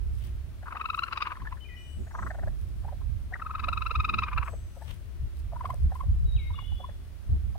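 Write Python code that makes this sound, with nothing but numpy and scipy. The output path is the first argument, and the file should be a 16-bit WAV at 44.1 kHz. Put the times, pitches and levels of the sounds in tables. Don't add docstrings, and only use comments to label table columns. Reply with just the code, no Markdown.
import sys
import numpy as np
from scipy import signal
from scipy.fft import rfft, irfft, next_fast_len
from scipy.io import wavfile
from scipy.ndimage import uniform_filter1d, map_coordinates

SR = 44100
rng = np.random.default_rng(int(sys.argv[2]) if len(sys.argv) > 2 else 0)


def store_pcm(level_fs):
    pcm = np.round(np.clip(level_fs, -1, 1) * 32767).astype(np.int16)
    wavfile.write(sys.argv[1], SR, np.atleast_2d(pcm).T)


N = 334278

# first_s, end_s, gap_s, slowing_per_s2, squeak_length_s
TRILL_RHYTHMS = [(0.6843, 1.55, .04362, .120, 0.0059), (3.4238, 4.5, .04408, .0415, 0.0077)]
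# time_s, pitch_hz, level_db, second_harmonic_db, third_harmonic_db,
# roughness (0-1), lead_in_db
TRILL_VOICES = [
    [(.685, 1120, -30.5, -23, -32, 0.83, -5.5), (.74, 1273, -25, -10, -28.5, .42, -7.5),
     (.9, 1273, -22.5, -8, -18, 0.08, -5), (1.04, 1341, -21.5, -7, -16.5, 0.12, -6),
     (1.085, 1397, -28, -11, -26, 0.57, -4.5), (1.13, 1289, -23, -5.5, -15.5, 0.45, -12),
     (1.225, 1248, -21.5, -4.5, -12.5, 0.4, -5), (1.31, 1225, -25, -8.5, -27, 0.77, -3.5),
     (1.39, 1056, -39, -19, -20, 0.5, -12), (1.525, 995, -32.5, -9, -22, 0.45, -10)],
    [(3.426, 1293, -28.5, -20, -32, 0.15, -17), (3.515, 1290, -25.5, -19, -30, .22, -7.5),
     (3.6, 1268, -24.5, -9, -18, 0.29, -7.5), (3.73, 1285, -22, -8.5, -17, 0.1, -13),
     (3.86, 1282, -24.5, -7, -16.5, 0.13, -8.5), (4.05, 1268, -21, -3, -14.5, 0.12, -14),
     (4.19, 1268, -20.5, -3.5, -15, .2, -16), (4.245, 1303, -21.5, -3.5, -16, 0.22, -1.5),
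     (4.29, 1214, -27.5, -8, -28, 0.68, -9), (4.34, 1204, -25, -7, -24, 0.48, -7),
     (4.386, 1267, -19.5, -9, -25.5, 0.4, -16), (4.476, 1170, -32, -8.5, -35, 0.8, -6.5)],
]
# time_s, pitch_hz, level_db, second_harmonic_db, roughness (0-1)
TIMED_SQUEAKS = [(1.475, 1753, -28.5, -38, 0.1), (3.342, 1900, -23.5, -35.5, 0.07),
                 (5.566, 953, -31, -29, 0.33), (5.612, 1014, -27, -22, 0.28),
                 (5.657, 1050, -26.5, -11.5, 0.5), (5.707, 1043, -25, -16, 0.16),
                 (5.959, 1010, -33.5, -16, .3), (6.011, 1046, -28, -19.5, 0.2),
                 (6.51, 978, -37.5, -17, 0.15), (6.547, 1140, -41.5, -18, .25),
                 (6.592, 1146, -32.5, -9, 0.38), (6.846, 1047, -33, -28, 0.08)]
# frequency_hz, gain_db
THROAT_COLOUR = [(600, -20), (820, -14.5), (980, 0), (1200, -0.5), (1700, -6), (1950, -5), (2150, -3.5),
                 (2600, -2), (3100, -1.5), (3800, -2), (5100, -1.5), (6000, 6), (9000, 1.5)]
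SCATTER_DB, SCATTER_PITCH, SCATTER_LENGTH = 0.86, 0.01187, 0.089
LEAD_S, TIMED_LENGTH_S = 0.015, 0.0059
THIRD_DROP_DB = 11.5
# time_s, main_resonance_hz, level_db, upper_level_db
SINGLE_TIMED_CHUCKS = [(0.633, 650, -49, -51), (0.754, 830, -41.5, -43.5), (1.355, 1080, -57, -49),
                       (1.405, 1080, -57, -51), (1.455, 1040, -52, -48), (1.575, 1620, -52, -55),
                       (2.849, 706, -43, -63), (2.887, 845, -43, -59.5), (2.927, 625, -43, -73),
                       (3.016, 1020, -53.5, -72), (3.325, 714, -44, -62), (3.359, 1430, -40.5, -62),
                       (3.401, 1220, -44.5, -47), (3.687, 630, -40, -52), (3.916, 530, -44.5, -57),
                       (4.491, 587, -47.5, -53), (4.537, 577, -41, -65), (4.774, 594, -47, -71),
                       (4.823, 780, -44, -55.5), (5.532, 676, -38, -68), (5.648, 640, -39, -67),
                       (5.698, 680, -40.5, -60), (5.739, 605, -42.5, -63), (5.921, 715, -40, -54),
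                       (6.04, 630, -50.5, -65), (6.625, 746, -57, -70), (6.723, 825, -54, -72),
                       (6.806, 663, -43, -75), (6.895, 592, -47, -55), (7.558, 800, -45, -73)]
# first_s, end_s, gap_s, slowing_per_s2
CHURR_RHYTHM = (2.075, 2.5, .0385, .3)
# time_s, main_resonance_hz, level_db, upper_level_db
CHURR_RESONANCES = [(2.08, 650, -52.5, -55), (2.115, 920, -52.5, -51), (2.155, 1134, -34, -43),
                    (2.27, 1230, -36, -41), (2.31, 675, -40, -38), (2.35, 720, -43, -49.5),
                    (2.48, 657, -39, -47)]
# time_s, left_minus_right_db, left_lead_ms
KIT_DIRECTION = [(.7, 5, 0.14), (1.3, 4, 0.14), (1.5, 0.5, 0.14), (2.4, 3, 0.13), (3.5, 4, -0.079),
                 (3.9, 2, -0.055), (4.2, 1, -0.069), (4.45, 5.5, -0.053), (5.7, 3, 0.13), (6.8, 1.5, 0.17)]
# frequency_hz, left_minus_right_db
PORT_SHADOW = [(600, -4), (1300, -0.5), (2600, 6), (3900, 41), (7000, 30.5)]
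# frequency_hz, t60_s
TREE_DECAY = [(500, 0.24), (3000, 0.57), (8000, 1)]
# frequency_hz, t60_s
DECK_DECAY = [(300, 0.31), (1500, 0.055), (8000, 0.13)]
# start_s, length_s, first_hz, held_hz, slide_time_constant_s, level_db, swell_db
BIRD_NOTES = [(1.604, 0.045, 3050, 3020, .02, -46, 2), (1.645, 0.026, 2476, 2390, .02, -46.5, 2),
              (1.684, 0.073, 2320, 1946, .006, -47, 0), (1.695, 0.18, 2465, 2445, .03, -56, -6),
              (1.764, 0.11, 2990, 2950, .04, -49, -10), (1.748, .13, 5060, 5960, .03, -67, -3),
              (1.778, .19, 7560, 7870, .03, -66.5, 5), (1.789, .15, 8600, 8900, .07, -66.5, 3),
              (1.992, 0.27, 7150, 6760, .015, -68, 0), (2.123, 0.1, 5250, 6080, .018, -63, -4),
              (2.16, 0.097, 7700, 8100, .06, -65, 5), (4.44, .14, 7650, 8150, .08, -61, 1),
              (4.449, 0.44, 6530, 6030, .12, -70, -6), (4.745, .1, 7600, 8200, .06, -68, 3),
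              (6.255, 0.117, 3900, 3790, .06, -51.5, 12), (6.37, 0.145, 3790, 3785, 0.047, -59, 0),
              (6.36, .26, 3650, 2148, 0.014, -52, -13), (6.529, 0.3, 3520, 3410, .04, -52, 1)]
# length_s, first_hz, held_hz, slide_time_constant_s, level_db, swell_db
THROBBING_NOTE = (0.21, 2848, 2989.5, 0.1, -43.5, -3)
THROB_START_S, THROB_HZ = 6.55, 24.5
# time_s, level_db, spread_s
GRASS_BRUSHES = [(.23, -63.5, 0.065), (1.0, -64, 0.072), (1.22, -73, 0.059), (2.28, -62.5, 0.017),
                 (2.7, -72, 0.33), (3.9, -69, 0.22), (4.48, -63, 0.055), (4.86, -64.5, 0.082),
                 (5.385, -58, 0.016), (5.71, -62, 0.072), (5.97, -63, 0.036), (6.7, -74, .4)]
# time_s, level_db
STALK_SNAPS = [(0.2389, -50), (0.2708, -51), (1.068, -52), (2.483, -49.5), (2.6125, -54), (3.685, -45),
               (3.7354, -45), (4.4488, -55), (5.3692, -51), (5.7022, -46), (5.742, -43), (5.8336, -51),
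               (5.9504, -49)]
# time_s, level_db, spread_s
DIRT_SCUFFS = [(.25, -59.5, 0.046), (4.903, -52.5, 0.029)]
# frequency_hz, density_db_per_hz
STALK_SPECTRUM = [(800, -34), (2500, -7), (5000, 3), (7000, -5), (8500, 4), (11000, -1.5), (15500, -2)]
# frequency_hz, density_db_per_hz
DIRT_SPECTRUM = [(300, -2.5), (900, -4), (2000, -5), (3200, 0), (4500, -15.5), (8000, -21), (15000, -19)]
# time_s, level_db, spread_s
THUD_TIMES = [(2.01, -48, 0.02), (2.26, -52, 0.022), (2.45, -56, 0.044)]
# frequency_hz, density_db_per_hz
THUD_SPECTRUM = [(120, -20), (230, -3), (380, 3.5), (520, -14), (900, -42)]
# frequency_hz, density_db_per_hz
INSECT_SPECTRUM = [(7500, -40), (9000, -8.5), (9500, -12.0), (11000, -32.0)]
# time_s, left_db, right_db
BREEZE_LEVELS = [(0, -35, -30), (.35, -37, -33.5), (.7, -43, -48), (.85, -44, -41), (1.2, -46, -53.5),
                 (1.45, -37, -43), (1.8, -39, -44.5), (2.5, -39, -32.5), (2.85, -42, -32.5),
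                 (3.2, -35, -29), (3.4, -40.5, -41.5), (3.7, -38.5, -32.5), (4.55, -39, -32.5),
                 (4.8, -42, -46), (5.1, -39, -48), (5.45, -35, -30.5), (5.7, -38, -36.5), (6.3, -29, -26.5),
                 (6.65, -42, -32), (7.18, -46.5, -37.5), (7.58, -35, -38)]
# time_s, spread_s, buffet_db, flutter_db, left_minus_right_db
PORT_EDDIES = [(1.426, .02, -37, -45.5, 4), (2.01, 0.032, -34.5, -43.5, -17), (2.246, 0.037, -38, -43, 2),
               (2.461, 0.051, -32.5, -47, 3), (2.625, .04, -32.5, -52.5, -14),
               (3.675, 0.041, -35.5, -45, -13), (3.992, 0.019, -23, -45, 0), (4.152, .06, -44, -37, -15),
               (4.382, 0.037, -26, -50, -10.5), (5.236, 0.032, -28.5, -63, 5), (5.43, 0.051, -37, -58, -15),
               (5.854, 0.034, -19.5, -45, -1.5), (6.109, 0.034, -20.5, -60, -1),
               (6.252, 0.015, -22.5, -48, 6), (6.36, 0.015, -20, -47, -2.5), (6.738, 0.025, -29, -53, -3),
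               (6.514, 0.015, -28, -56, 1), (7.335, 0.033, -21, -39.5, 0), (7.46, 0.058, -28.5, -55, -9)]
# frequency_hz, density_db_per_hz
BUFFET_SPECTRUM = [(12, -56), (22, -10.5), (35, -2.5), (52, 0), (68, 4), (85, -3), (105, -9), (150, -22),
                   (260, -39.5), (440, -110)]
# frequency_hz, density_db_per_hz
FLUTTER_SPECTRUM = [(60, -48), (100, 1.5), (130, -8), (200, -6), (280, -17), (360, -17.5), (470, -30),
                    (900, -34.5), (2000, -94)]
# frequency_hz, density_db_per_hz
YARD_SPECTRUM = [(150, -17), (250, -1), (303, -6.5), (366, -2), (509, -11.5), (565, -7), (696, -9.5),
                 (759, -13.5), (887, -13.5), (1190, -11.5), (2940, -14), (3430, -15), (7240, -23),
                 (9230, -22.5), (15800, -23.5)]
FLUTTER_DB, CALM_DB, FLUTTER_GROWS = -60, -42, 0.22
TOP_HZ = 15850


def kits():
    voice = trill() + chucks()
    pan_db, lead_ms = curves(KIT_DIRECTION)
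    half_lead = lead_ms / 1000 * SR / 2
    n = np.arange(N)
    left = map_coordinates(voice, [n + half_lead])
    right = map_coordinates(voice, [n - half_lead])
    placed = np.array([left, right]) * sides(pan_db)
    direct = filtered(placed, lambda hz: sides(along(PORT_SHADOW, hz)))
    turn = 2 * np.pi * 0.42 * n / SR
    near = echo(voice * np.cos(turn), DECK_DECAY, gap=0.002987)
    near = near + echo(voice * np.sin(turn), DECK_DECAY, gap=0.00302)
    far = echo(voice, TREE_DECAY, gap=0.02)
    return direct + amp(-11.5) * near * sides(0.35) + amp(-21) * far


def trill():
    out = np.zeros(N)
    for (first, end, gap, slowing, length), voice in zip(TRILL_RHYTHMS, TRILL_VOICES):
        for s in beats(first, end, gap, slowing):
            hz, db, *colour = at_time(voice, s)
            longer, higher, louder = rng.standard_normal(3)
            varied_length = length * np.exp(SCATTER_LENGTH * longer)
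            varied_hz = hz * (1 + SCATTER_PITCH * higher)
            add(out, s, squeak(varied_length, varied_hz, db + SCATTER_DB * louder, *colour))
    for s, hz, db, second_db, rough in TIMED_SQUEAKS:
        third_db = second_db - THIRD_DROP_DB
        add(out, s, squeak(TIMED_LENGTH_S, hz, db, second_db, third_db, rough, lead_db=-12.5))
    return filtered(out, lambda hz: amp(along(THROAT_COLOUR, hz)))


def squeak(length, hz, db, second_db, third_db, rough, lead_db):
    t = np.arange(-SR // 25, SR // 25) / SR
    length = length * (1 + 0.4 * rough)
    burst = swell(t, 0.51 * length, 0.4 * length)
    lead_in = amp(lead_db - 2) * swell(t + LEAD_S, 0.00096 + 0.0082 * rough, 0.0067)
    onset = burst + 0.5 * lead_in

    arch = 0.82 + 0.19 * swell(t - 0.001, 0.011, 0.012)
    jitter = (0.024 + 0.08 * rough ** 2) * wobble(650, size=len(t))
    phase = 2 * np.pi * np.cumsum(hz * arch * (1 + jitter)) / SR
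    overtones = [second_db, third_db, 2.36 * third_db + 3, 1.22 * third_db - 26, 1.8 * third_db - 27]
    tone = onset * np.sin(phase)
    for k, level in enumerate(overtones, 2):
        flicker = amp(level + 0.91 * wobble(310, size=len(t)))
        tone += flicker * burst ** 1.1 * np.sin(k * phase + rng.uniform(0, 2 * np.pi))
    tone *= np.sqrt(2) * amp(4.0 * rough * wobble(462, size=len(t)) - 13.5 * rough)

    breaking = onset + 0.23 * swell(t - 0.006, 0.0017, 0.0061)
    hoarse = rasp(breaking, 0.89 * hz, 960)
    hoarse = hoarse + amp(second_db) * rasp(breaking, 2310, 880)
    hoarse = hoarse + amp(third_db) * rasp(breaking, 3870, 2040)
    edge = amp(2 * third_db + 12) * rasp(breaking, 4830, 500)
    hiss = amp(-46.5) * rasp(breaking, 10400, 9800)
    chest = amp(-5.5) * (0.1 + rough) * rasp(breaking, 480, 490)
    start = 0.43 * rasp(lead_in, 0.835 * hz, 250)
    start = start + amp(second_db - 9) * rasp(lead_in, 2440, 1040)
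    start = start + 0.84 * rough * rasp(lead_in, 1460, 630)
    return amp(db) * (tone + (0.053 + 0.65 * rough) * (hoarse + edge) + start + hiss + chest)


def chucks():
    out = np.zeros(N)
    t = np.arange(-SR // 25, SR // 25) / SR
    churr = [(s, *at_time(CHURR_RESONANCES, s)) for s in beats(*CHURR_RHYTHM)]
    for s, hz, db, upper_db in churr + list(SINGLE_TIMED_CHUCKS):
        burst = swell(t + 0.00024, 0.0036, 0.0056)
        slower_burst = swell(t, 0.01, 0.0062)
        body = rasp(burst, hz, 0.39 * hz) + amp(-11.5) * rasp(slower_burst, 740, 780)
        upper = rasp(burst, 1650, 630) + amp(-28.0) * rasp(burst, 3900, 2000)
        add(out, s, amp(db) * body + amp(upper_db) * upper)
    return out


def rasp(envelope, hz, width_hz):
    f = np.fft.rfftfreq(len(envelope), 1 / SR)
    band = 1 / (1 + ((f * f - hz * hz) / (f * width_hz + 1)) ** 4)
    puff = envelope * irfft(rfft(rng.standard_normal(len(envelope))) * band, len(envelope))
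    return puff * np.linalg.norm(envelope) / np.linalg.norm(puff)


def beats(first, end, gap, slowing):
    steady = np.arange(0, 2, gap)
    times = first + steady * (1 + slowing * steady ** 2)
    return times[times < end]


def birds():
    song = np.zeros(N)
    for s, length, *shape in BIRD_NOTES:
        add(song, s + length / 2, whistle(length, *shape))
    note = whistle(*THROBBING_NOTE)
    t = np.arange(len(note)) / SR
    throb = np.sin(np.pi * THROB_HZ * (t + 0.008)) ** 4
    add(song, THROB_START_S + THROBBING_NOTE[0] / 2, note * throb)
    return amp(-4.5) * song * sides(8.9) + amp(-3) * echo(song, TREE_DECAY, gap=0.016) * sides(4.5)


def whistle(length, first_hz, held_hz, slide, db, swell_db):
    t = np.arange(int(length * SR)) / SR
    glide = held_hz + (first_hz - held_hz) * np.exp(-t / slide)
    hz = glide * (1 + 0.0082 * wobble(136.5, size=len(t)))
    gate = np.clip(np.minimum(t, length - t) / 0.0037, 0, 1)
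    level = amp(db + swell_db * (t / length - 0.5))
    return gate * level * np.sin(2 * np.pi * np.cumsum(hz) / SR)


def paws():
    grain = unit(amp(4.2 * wobble(500) + 2.5 * wobble(30)))
    snaps = np.zeros(N)
    t = np.arange(-SR // 100, SR // 100) / SR
    for s, db in STALK_SNAPS:
        add(snaps, s, amp(db - 7) * swell(t - 0.001, 0.0003, 0.0014))
    grass = (strokes(GRASS_BRUSHES) * grain + snaps) * noise(STALK_SPECTRUM, pan_db=17.5)
    scrape = strokes(DIRT_SCUFFS) * amp(3.0 * wobble(200))
    return grass + scrape * noise(DIRT_SPECTRUM, pan_db=2)


def thuds():
    return strokes(THUD_TIMES) * noise(THUD_SPECTRUM, pan_db=-2)


def insects():
    t = np.arange(N) / SR
    pulse = amp(-78.5 + 2.5 * np.sin(2 * np.pi * 4.7 * t))
    return pulse * noise(INSECT_SPECTRUM, pan_db=7)


def breeze():
    t, port_db = np.arange(N) / SR, np.array(curves(BREEZE_LEVELS))
    buffet = amp(port_db + 2.77 * np.array([wobble(10), wobble(11)]))
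    flutter_db = FLUTTER_DB + FLUTTER_GROWS * (port_db - CALM_DB)
    flutter = amp(flutter_db + 3.2 * np.array([wobble(14), wobble(14)]))
    for s, spread, eddy_buffet_db, eddy_flutter_db, pan_db in PORT_EDDIES:
        eddy = swell(t - s, spread, spread) * sides(pan_db)
        buffet = np.hypot(buffet, amp(eddy_buffet_db) * eddy)
        flutter = np.hypot(flutter, amp(eddy_flutter_db) * eddy)
    wind = buffet * steadied(noise(BUFFET_SPECTRUM, pan_db=0), 0.041)
    wind = wind + flutter * steadied(noise(FLUTTER_SPECTRUM, pan_db=0), 0.04)
    shared = filtered(noise(YARD_SPECTRUM, pan_db=2.5)[0], lambda hz: 1 / (1 + (hz / 1800) ** 2))
    return wind + amp(-61) * noise(YARD_SPECTRUM, pan_db=3.0) + amp(-62) * shared


def steadied(x, seconds):
    power = np.abs(signal.hilbert(x, next_fast_len(N))[..., :N]) ** 2 / 2
    return x / np.sqrt(np.abs(uniform_filter1d(power, int(seconds * SR))) + 1e-6)


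def echo(x, decay, gap):
    hz, t, z = signal.stft(rng.standard_normal((2, SR)), SR, nperseg=256)
    fading = z * amp(-60 * t / along(decay, hz)[:, None])
    tail = signal.istft(fading, SR, nperseg=256)[1]
    delayed = np.pad(x, (int(gap * SR), 0))[None]
    return signal.fftconvolve(delayed, tail / np.linalg.norm(tail[0]), axes=1)[:, :N]


def noise(spectrum, pan_db):
    white = rng.standard_normal((2, N))
    return unit(filtered(white, lambda hz: amp(along(spectrum, hz)))) * sides(pan_db)


def sides(pan_db):
    gain = amp(np.array([pan_db, -pan_db]) / 2).reshape(2, -1)
    return gain / np.sqrt(np.mean(gain ** 2, axis=0))


def filtered(x, response):
    m = next_fast_len(N + SR // 2)
    return irfft(rfft(x, m) * response(np.fft.rfftfreq(m, 1 / SR)), m)[..., :N]


def strokes(rows):
    t = np.arange(N) / SR
    return sum(amp(db) * swell(t - s, spread, spread) for s, db, spread in rows)


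def swell(t, rise, fall):
    return np.exp(-(t / np.where(t < 0, rise, fall)) ** 2 / 2)


def wobble(rate, size=N):
    knots = rng.standard_normal(int(size * rate / SR) + 4)
    return map_coordinates(knots, [np.arange(size) * rate / SR])


def add(track, s, sound):
    at = round(s * SR) - len(sound) // 2 + np.arange(len(sound))
    inside = (at >= 0) & (at < N)
    track[at[inside]] += sound[inside]


def at_time(rows, s):
    times, *cols = np.transpose(rows)
    return [np.interp(s, times, c) for c in cols]


def curves(rows):
    return at_time(rows, np.arange(N) / SR)


def along(points, hz):
    f, v = np.transpose(points)
    return np.interp(np.log(hz + 1), np.log(f + 1), v)


def unit(x):
    return x / np.sqrt(np.mean(np.abs(x) ** 2) + 1e-20)


def amp(db):
    return 10 ** (np.asarray(db) / 20)


def scene():
    return kits() + birds() + paws() + thuds() + insects() + breeze()


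def record(dry):
    return filtered(dry, lambda hz: hz < TOP_HZ)


dry = scene()
out = record(dry)
store_pcm(out)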